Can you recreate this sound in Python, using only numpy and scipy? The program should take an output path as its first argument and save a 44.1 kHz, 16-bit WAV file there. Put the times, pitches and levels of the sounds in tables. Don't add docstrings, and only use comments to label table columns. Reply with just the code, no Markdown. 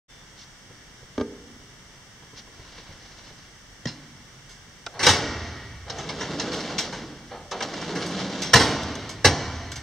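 import sys
import numpy as np
from scipy import signal
from scipy.fft import rfft, irfft, next_fast_len
from scipy.io import wavfile

SR = 44100
rng = np.random.default_rng(int(sys.argv[2]) if len(sys.argv) > 2 else 0)


def file_out(sig):
    cols = np.atleast_2d(sig).T
    lim = np.clip(cols, -1, 1)
    pcm = np.round(lim * 32767).astype(np.int16)
    wavfile.write(sys.argv[1], SR, pcm)


N = 433062
TIME = np.arange(N) / SR

# f/Hz, side minus mid/dB
PORT_SPREAD = [(60, -50), (700, -24.5), (1400, -43), (2400, -7.5), (4400, -7), (8000, -6.5), (15000, -23)]
# t/s, level/dB, rise/s, bass/dB,
# rebound against hit/dB, settling against hit/dB, box shudder/dB, panel boom/dB
DRAWER_BANGS = [(5.062, -8, 0.0029, 1.5, -1, -12, -27.5, -5), (8.531, -5, 0.0038, 6.5, -5.5, -8, -24.5, -4),
                (9.2413, -6.5, 0.0066, 4.5, -12, -38, -33, 0.5)]
REBOUND_AFTER_S = 0.021


def from_db(db):
    return np.exp(np.asarray(db) * (np.log(10) / 20))


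def unit(x):
    return x / np.sqrt(np.sum(x ** 2) + 1e-20)


def at_hz(points, hz):
    f, value = np.transpose(points)
    return np.interp(np.log(np.maximum(hz, 1)), np.log(f), value)


def colour(x, spectrum):
    size = next_fast_len(N)
    gain = from_db(at_hz(spectrum, np.fft.rfftfreq(size, 1 / SR)))
    return irfft(rfft(x, size) * gain, size)[..., :N]


def convolve(x, response):
    return signal.fftconvolve(np.atleast_2d(x), np.atleast_2d(response), axes=-1)[:, :N]


def butter(x, hz, kind, order=2):
    return signal.sosfilt(signal.butter(order, hz, kind, fs=SR, output="sos"), x)


def drift(rate_hz):
    knots = rng.standard_normal(int(N / SR * rate_hz) + 2)
    return np.interp(TIME * rate_hz, np.arange(len(knots)), knots)


def add(track, s, sound):
    at = int(s * SR)
    track[..., at:at + sound.shape[-1]] += sound[..., :N - at]


def ports(mid, side):
    return np.array([mid + side, mid - side])


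def steady_noise(spectrum, spread):
    mid, side = colour(rng.standard_normal((2, N)), spectrum)
    return ports(mid, colour(side, spread)) / np.std(mid)


def dense_modes(spectrum, decays, size):
    t, f = np.arange(size) / SR, np.fft.rfftfreq(size, 1 / SR)
    edges_hz = np.geomspace(35, 17000, 20)
    white = rfft(rng.standard_normal((2, size)))
    response, energy = 0, 0
    for low, high in zip(edges_hz, edges_hz[1:]):
        hz = np.sqrt(low * high)
        band = irfft(white * ((f >= low) & (f < high)), size)
        onset = 1 - np.exp(-(t * hz) ** 2)
        mid, side = band * onset * from_db(-60 * t / at_hz(decays, hz))
        gain = from_db(at_hz(spectrum, hz)) * np.sqrt(high - low)
        response += gain * ports(unit(mid), unit(side) * from_db(at_hz(PORT_SPREAD, hz)))
        energy += gain ** 2
    return response / np.sqrt(energy)


def ringing(modes):
    t = np.arange(SR // 2) / SR
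    return sum((-1) ** k * from_db(db - 60 * t / t60) * np.sin(2 * np.pi * hz * t)
               for k, (hz, db, t60) in enumerate(modes))


def averaged(force, spectrum):
    gain = from_db(at_hz(spectrum, np.arange(SR // 2)))
    return colour(force, spectrum) / np.sqrt(np.mean(gain ** 2))


def radiate(force, spectrum, decays):
    direct = convolve(force, dense_modes(spectrum, decays, size=SR // 7))
    return np.vstack([direct, averaged(force, spectrum)])


def clatter(decay, grain_db=4.0, rise=0.0004):
    t = np.arange(SR // 6) / SR
    impacts = rng.standard_normal(len(t)) * from_db(grain_db * rng.standard_normal(len(t)))
    envelope = np.exp(-t / decay) * (1 - np.exp(-(t / rise) ** 2))
    return unit(impacts * envelope) * np.sqrt(SR // 100)


def showers(rows):
    force = np.zeros(N)
    for s, db, decay in rows:
        add(force, s, from_db(db) * clatter(decay))
    return force


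def blows(rows):
    force = np.zeros(N)
    for s, db in rows:
        add(force, s, from_db([db]))
    return force


def struck(rows, modes, lowest_hz=70):
    return butter(convolve(blows(rows), ringing(modes)), lowest_hz, "high")


def ventilation(level_db=-49.5):
    air_colour = [(20, -10), (41, 4.5), (58, -3.5), (130, 1), (280, -8.5), (650, -13), (1250, -13),
                  (1850, -10), (2750, -15), (3300, -14.5), (4100, -22), (5800, -12), (7100, -23.5),
                  (8500, -23.5), (10500, -38)]
    air_spread = [(60, -15), (300, -8), (1400, -6), (3100, 0), (7000, -2), (12000, 1)]
    return from_db(level_db) * steady_noise(air_colour, air_spread)


def thin_whine(hz=3530, level_db=-58, until_s=0.25):
    fade = np.clip((until_s - TIME) / 0.02, 0, 1)
    return from_db(level_db) * np.sin(2 * np.pi * hz * TIME + drift(41)) * fade


def clothes(crinkle_db=2.5, treble_hz=2500):
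    swishes = [(0.413, -54, 0.026, 8.5), (2.384, -46, .018, 4.5), (2.724, -44.5, 0.13, -21),
               (3.2, -47, 0.19, -7)]
    cloth_colour = [(300, 0.5), (1500, -2), (2400, 1), (3500, 0.5), (6000, 3), (7500, -18.5), (12000, -34)]
    rub = from_db(crinkle_db * drift(98)) * steady_noise(cloth_colour, PORT_SPREAD)
    treble = butter(rub, treble_hz, "high", order=1)
    sound = 0
    for s, db, half, treble_db in swishes:
        swell = from_db(db) * np.exp(-0.5 * ((TIME - s) / half) ** 2)
        sound += swell * (rub + (from_db(treble_db) - 1) * treble)
    return sound


def footsteps(sole_t60=0.02):
    steps = [(.70, -45, 0.022), (1.027, -47, 0.0067), (2.22, -43, 0.026), (2.33, -44, 0.011),
             (2.47, -44, 0.026), (2.592, -42, 0.0095), (2.89, -38.5, 0.035), (3.302, -44.5, 0.0059)]
    sole_colour = [(50, -6), (130, -10), (230, -3.5), (500, -12.5), (1000, -18), (3000, -32), (10000, -51)]
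    return radiate(showers(steps), sole_colour, [(1000, sole_t60)])


def warehouse(send, wet_db=-12.5, build_up_s=0.004):
    hall_colour = [(40, 21.5), (100, 6), (300, 7.5), (1000, 0.5), (3000, -3.5), (6000, -4.5), (9000, -8),
                   (15000, -8)]
    hall_t60 = [(60, 5.7), (200, 1.31), (600, 1.28), (2000, 2.08), (5000, 1.65), (8000, 0.83),
                (14000, 0.17)]
    tail = dense_modes(hall_colour, hall_t60, size=3 * SR // 2)
    onset = 1 - np.exp(-np.arange(tail.shape[1]) / SR / build_up_s)
    return from_db(wet_db) * convolve(send, tail * onset)


def thud(knock_t60=0.033):
    landings = [(1.1785, 1.5), (1.1985, -4), (1.2102, 2.5)]
    hollow_modes = [(231, -24.5, 0.16), (296, -25, 0.16), (405, -39, 0.52), (451, -38, 0.47),
                    (482, -38, 0.48), (610, -46, 0.11), (896, -35, 0.12), (1213, -37, 0.098),
                    (1605, -46, 0.17)]
    knock_colour = [(40, -22), (80, 0), (250, -7), (450, 5.5), (800, -11), (1500, -17.5), (3000, -24),
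                    (6000, -30), (8000, -52), (15000, -70)]
    ring = struck(landings, hollow_modes, lowest_hz=190)
    return ring + radiate(blows(landings), knock_colour, [(1000, knock_t60)])


def hand_on_handle():
    grab = [(3.855, -0.5)]
    front_modes = [(129, -20, 0.086), (169, -22, 0.093), (232, -24, 0.12), (310, -27, 0.074),
                   (540, -25.5, 0.032)]
    return struck(grab, front_modes)


def steel_contacts(light_rise_s=0.0008, knock_bass_db=-5, thinning=0.55, settle_after_s=0.062):
    # t/s, level/dB, decay/s, bass/dB, treble/dB
    latch = [(3.854, -31, 0.0032, 6, 0), (3.868, -31.5, 0.03, 6, 8.5), (4.8628, -29.5, 0.0019, -11, -5),
             (4.991, -18, 0.12, 1.5, -5.5), (5.028, -11, 0.074, -1.5, 1.5)]
    # t/s, level/dB, decay/s, treble/dB
    knocks = [(5.897, -29.5, 0.013, 4.5), (5.982, -30.5, 0.04, -10), (6.088, -26, 0.019, -3),
              (6.204, -25.5, 0.036, -4), (6.395, -25.5, 0.018, 9), (6.515, -29.5, .043, 3),
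              (6.602, -35, 0.013, 6), (6.781, -27, 0.031, 21), (6.924, -30.5, 0.046, -8.5),
              (7.511, -27.5, .014, -5.5), (7.604, -30.5, .0075, -13), (7.621, -26.5, 0.015, 5),
              (7.735, -32, 0.012, -2), (7.812, -33.5, .025, -12), (7.954, -30.5, 0.033, -11),
              (8.419, -23.5, 0.083, 7)]
    rows = [(*touch, light_rise_s) for touch in latch]
    for s, db, decay, treble_db in knocks:
        bass_db = knock_bass_db - thinning * treble_db
        rows.append((s, db, decay, bass_db, treble_db, light_rise_s))
    for s, db, rise, bass_db, rebound_db, settle_db, _, _ in DRAWER_BANGS:
        hit = (s, db, 0.016, bass_db, -0.7, rise)
        rebound = (s + REBOUND_AFTER_S, db + rebound_db, 0.027, bass_db, 1.5, rise)
        settling = (s + settle_after_s, db + settle_db, 0.061, bass_db, -2.5, rise)
        rows += [hit, rebound, settling]
    return rows


def drawer_hits(bass_hz=350, treble_hz=(2800, 7000), crash_db=-16, hard_from_db=-14, ring_db=-41):
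    steel_colour = [(40, -31), (80, 2.5), (160, -3), (300, -1.5), (800, 1.5), (1300, 0.5), (2000, 1.5),
                    (3300, -1.5), (4100, -2), (5400, -0.5), (6400, -7), (7500, -21), (9300, -62),
                    (10500, -53), (15000, -64)]
    steel_t60 = [(80, 0.073), (400, 0.04), (1500, 0.037), (5000, 0.017), (12000, 0.033)]
    rail_modes = [(835, -20, .2), (1365, -24, .16), (1567, -23, .16), (2056, -21, .12), (4626, -23, .12),
                  (5160, -19, .13), (5394, -23, .14), (5775, -24, .2), (6085, -24, .16)]
    crash_colour = [(3000, -45), (6000, 9), (7800, 4.5), (9300, 0), (10500, -9.5), (12500, -16),
                    (15000, -26)]
    force, hard_force = np.zeros((2, N))
    direct = np.zeros((2, N))
    spots = [dense_modes(steel_colour, steel_t60, size=4096) for _ in range(8)]
    for k, (s, db, decay, bass_db, treble_db, rise) in enumerate(steel_contacts()):
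        hit = from_db(db) * np.array([clatter(decay, rise=rise), clatter(decay, rise=rise)])
        add(hard_force, s, from_db(min(db - hard_from_db, 0)) * hit[1])
        hit += (from_db(bass_db) - 1) * butter(hit, bass_hz, "low", order=1)
        hit += (from_db(treble_db) - 1) * butter(hit, treble_hz, "band", order=1)
        front, rest = hit * from_db(-treble_db / 2)
        add(force, s, rest)
        add(direct, s, convolve(front, spots[k % len(spots)]))
    direct += from_db(ring_db) * convolve(force, ringing(rail_modes))
    crash = from_db(crash_db) * radiate(hard_force, crash_colour, steel_t60)
    return np.vstack([direct, averaged(force, steel_colour)]) + crash


def handle_ticks(t60=0.021):
    ticks = [(4.492, -41, 0.047), (6.525, -31.5, 0.072), (6.785, -22.5, 0.026), (7.625, -34, .016),
             (7.95, -37, 0.04), (8.06, -32.5, 0.036), (8.417, -26, 0.029), (8.832, -37, 0.0025),
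             (8.952, -38, 0.0033), (9.091, -31.5, 0.026), (9.716, -31.5, 0.013), (9.757, -33, 0.024)]
    tick_colour = [(300, -3), (2000, 6), (3500, 1.5), (5500, 8), (8500, -5), (11000, -20.5), (15000, -41)]
    return radiate(showers(ticks), tick_colour, [(1000, t60)])


def drawer_bumps(t60=0.21):
    bumps = [(4.935, -31, .08), (5.860, -29, 0.22), (7.305, -29, 0.059), (7.511, -23.5, 0.029),
             (7.610, -24.5, 0.021)]
    bump_colour = [(35, -53), (100, -6.5), (400, -7.5), (650, 3), (950, -5.5), (1400, -10.5), (4000, -21.5),
                   (12000, -82)]
    return radiate(showers(bumps), bump_colour, [(1000, t60)])


def panel_boom(bend_s=0.00506, hall_db=4):
    panel_modes = [(70, -27, 0.61), (90.8, -16, 0.25), (104.6, -26, 0.6), (148.7, -30, 0.74),
                   (179, -29, 0.2), (252, -35, 0.3), (288, -24, 0.19), (312, -21, 0.23), (388.5, -25, 0.14),
                   (477, -36, 0.28), (499, -14.5, 0.14), (845, -18, 0.11)]
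    boom_colour = [(45, -20), (85, -5), (110, 7), (200, -5), (400, -12), (1000, -29), (4000, -70)]
    shoves = []
    for s, _, _, _, rebound_db, _, _, boom_db in DRAWER_BANGS:
        shoves += [(s + bend_s, boom_db), (s + bend_s + REBOUND_AFTER_S, boom_db + rebound_db)]
    direct = struck(shoves, panel_modes, lowest_hz=75)
    send = from_db(hall_db) * averaged(blows(shoves), boom_colour)
    return np.vstack([direct, direct, send])


def box_shudder(fall_db_per_s=42):
    return sum((TIME > s) * from_db(shudder_db - fall_db_per_s * np.abs(TIME - s))
               for s, *_, shudder_db, _ in DRAWER_BANGS)


def drawer_travel(breakaway=0.27, speed_power=0.78, drive_power=0.43):
    # start/s, end of run-up/s, drive starts fading/s, stop/s, full rumble/dB, full rattle/dB
    strokes = [(5.88, 6.445, 6.72, 7.2, -33, -35.5), (7.54, 7.997, 8.35, 8.68, -33.5, -34.5),
               (8.62, 8.717, 3.6, 9.27, -29, -13.5)]
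    speed, rumble, rattle = np.zeros((3, N))
    for start, run_up_end, lets_go, stop, rumble_db, rattle_db in strokes:
        drive = np.interp(TIME, [lets_go, stop], [1, 0])
        pace = np.interp(TIME, [start, run_up_end], [breakaway, 1], left=0) * drive
        speed += pace
        rumble += from_db(rumble_db) * pace
        rattle += from_db(rattle_db) * pace ** speed_power * drive ** drive_power
    return speed, rumble, rattle


def rollers(rumble_db=-2, rattle_db=-1, grains_per_s=2200, uneven_db=2.0, box_t60=0.12,
            drone_hz=185, drone_db=-4):
    rattle_colour = [(35, -22), (200, -9), (600, 8.5), (1300, 0.5), (2000, 2), (3300, 1), (4100, 0),
                     (5500, -2), (6400, -5.5), (7500, -15), (9300, -25), (10500, -36), (15000, -52)]
    box_colour = [(40, -43), (80, -5.5), (130, -4.5), (200, 1), (330, 1.5), (520, -4), (900, -12),
                  (1600, -14), (4000, -76)]
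    speed, rumble, rattle = drawer_travel()
    sizes = rng.choice([-1, 1], (2, N)) * from_db(uneven_db * drift(35))
    grains = sizes * (rng.random((2, N)) < grains_per_s / SR)
    mid, side = averaged(rattle * grains / np.std(grains), rattle_colour)
    rails = np.vstack([ports(mid, colour(side, PORT_SPREAD)), mid])
    roughness = rng.standard_normal(N) * from_db(uneven_db * drift(20))
    box = radiate(roughness * (rumble + box_shudder()), box_colour, [(1000, box_t60)])
    pitch_hz = drone_hz * speed ** 0.28 * (1 + 0.061 * drift(25))
    drone = rumble * drift(30) * np.sin(2 * np.pi * np.cumsum(pitch_hz) / SR)
    return from_db(rumble_db) * box + from_db(rattle_db) * rails + from_db(drone_db) * drone


def axle_squeak(pitches_hz=(8620, 9350), waver=0.0066, start_s=7.94, end_s=8.15, level_db=-58):
    tones = 0
    for hz in pitches_hz:
        pitch_hz = hz * (1 + waver * drift(200))
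        tones += drift(80) * np.sin(2 * np.pi * np.cumsum(pitch_hz) / SR)
    fade = np.clip(np.minimum(TIME - start_s, end_s - TIME) / 0.02, 0, 1)
    return from_db(level_db) * fade * tones


def scene(near_send_db=-8):
    cabinet = drawer_hits() + panel_boom() + handle_ticks() + drawer_bumps() + rollers() + axle_squeak()
    near = thud() + footsteps() + hand_on_handle()
    hall = warehouse(cabinet[2] + from_db(near_send_db) * near[2])
    air = ventilation() + thin_whine()
    return (cabinet + near)[:2] + clothes() + hall + air


def record(dry, start_s=0.081, left_bass_db=-0.9, left_treble_db=0.08, right_lag_samples=0.26,
           ceiling=0.95, cutoff_hz=15750):
    notches = [(2485, 170), (2515, 170), (5000, 70), (6000, 25), (7000, 50), (10000, 90), (11000, 90)]
    bass_gain, treble_gain = from_db([left_bass_db, left_treble_db])
    left = bass_gain * dry[0] + (treble_gain - bass_gain) * butter(dry[0], 2000, "high", order=1)
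    allpass = (1 - right_lag_samples) / (1 + right_lag_samples)
    right = signal.lfilter([allpass, 1], [1, allpass], dry[1])
    x = np.array([left, right])
    for hz, width in notches:
        x = signal.lfilter(*signal.iirnotch(hz, hz / width, fs=SR), x)
    x = x * np.clip((TIME - start_s) / 0.024, 0, 1)
    x = x / (1 + (x / ceiling) ** 6) ** (1 / 6)
    steep_lowpass = signal.ellip(14, 0.1, 90, cutoff_hz, fs=SR, output="sos")
    return signal.sosfilt(steep_lowpass, x)


dry = scene()
out = record(dry)
file_out(out)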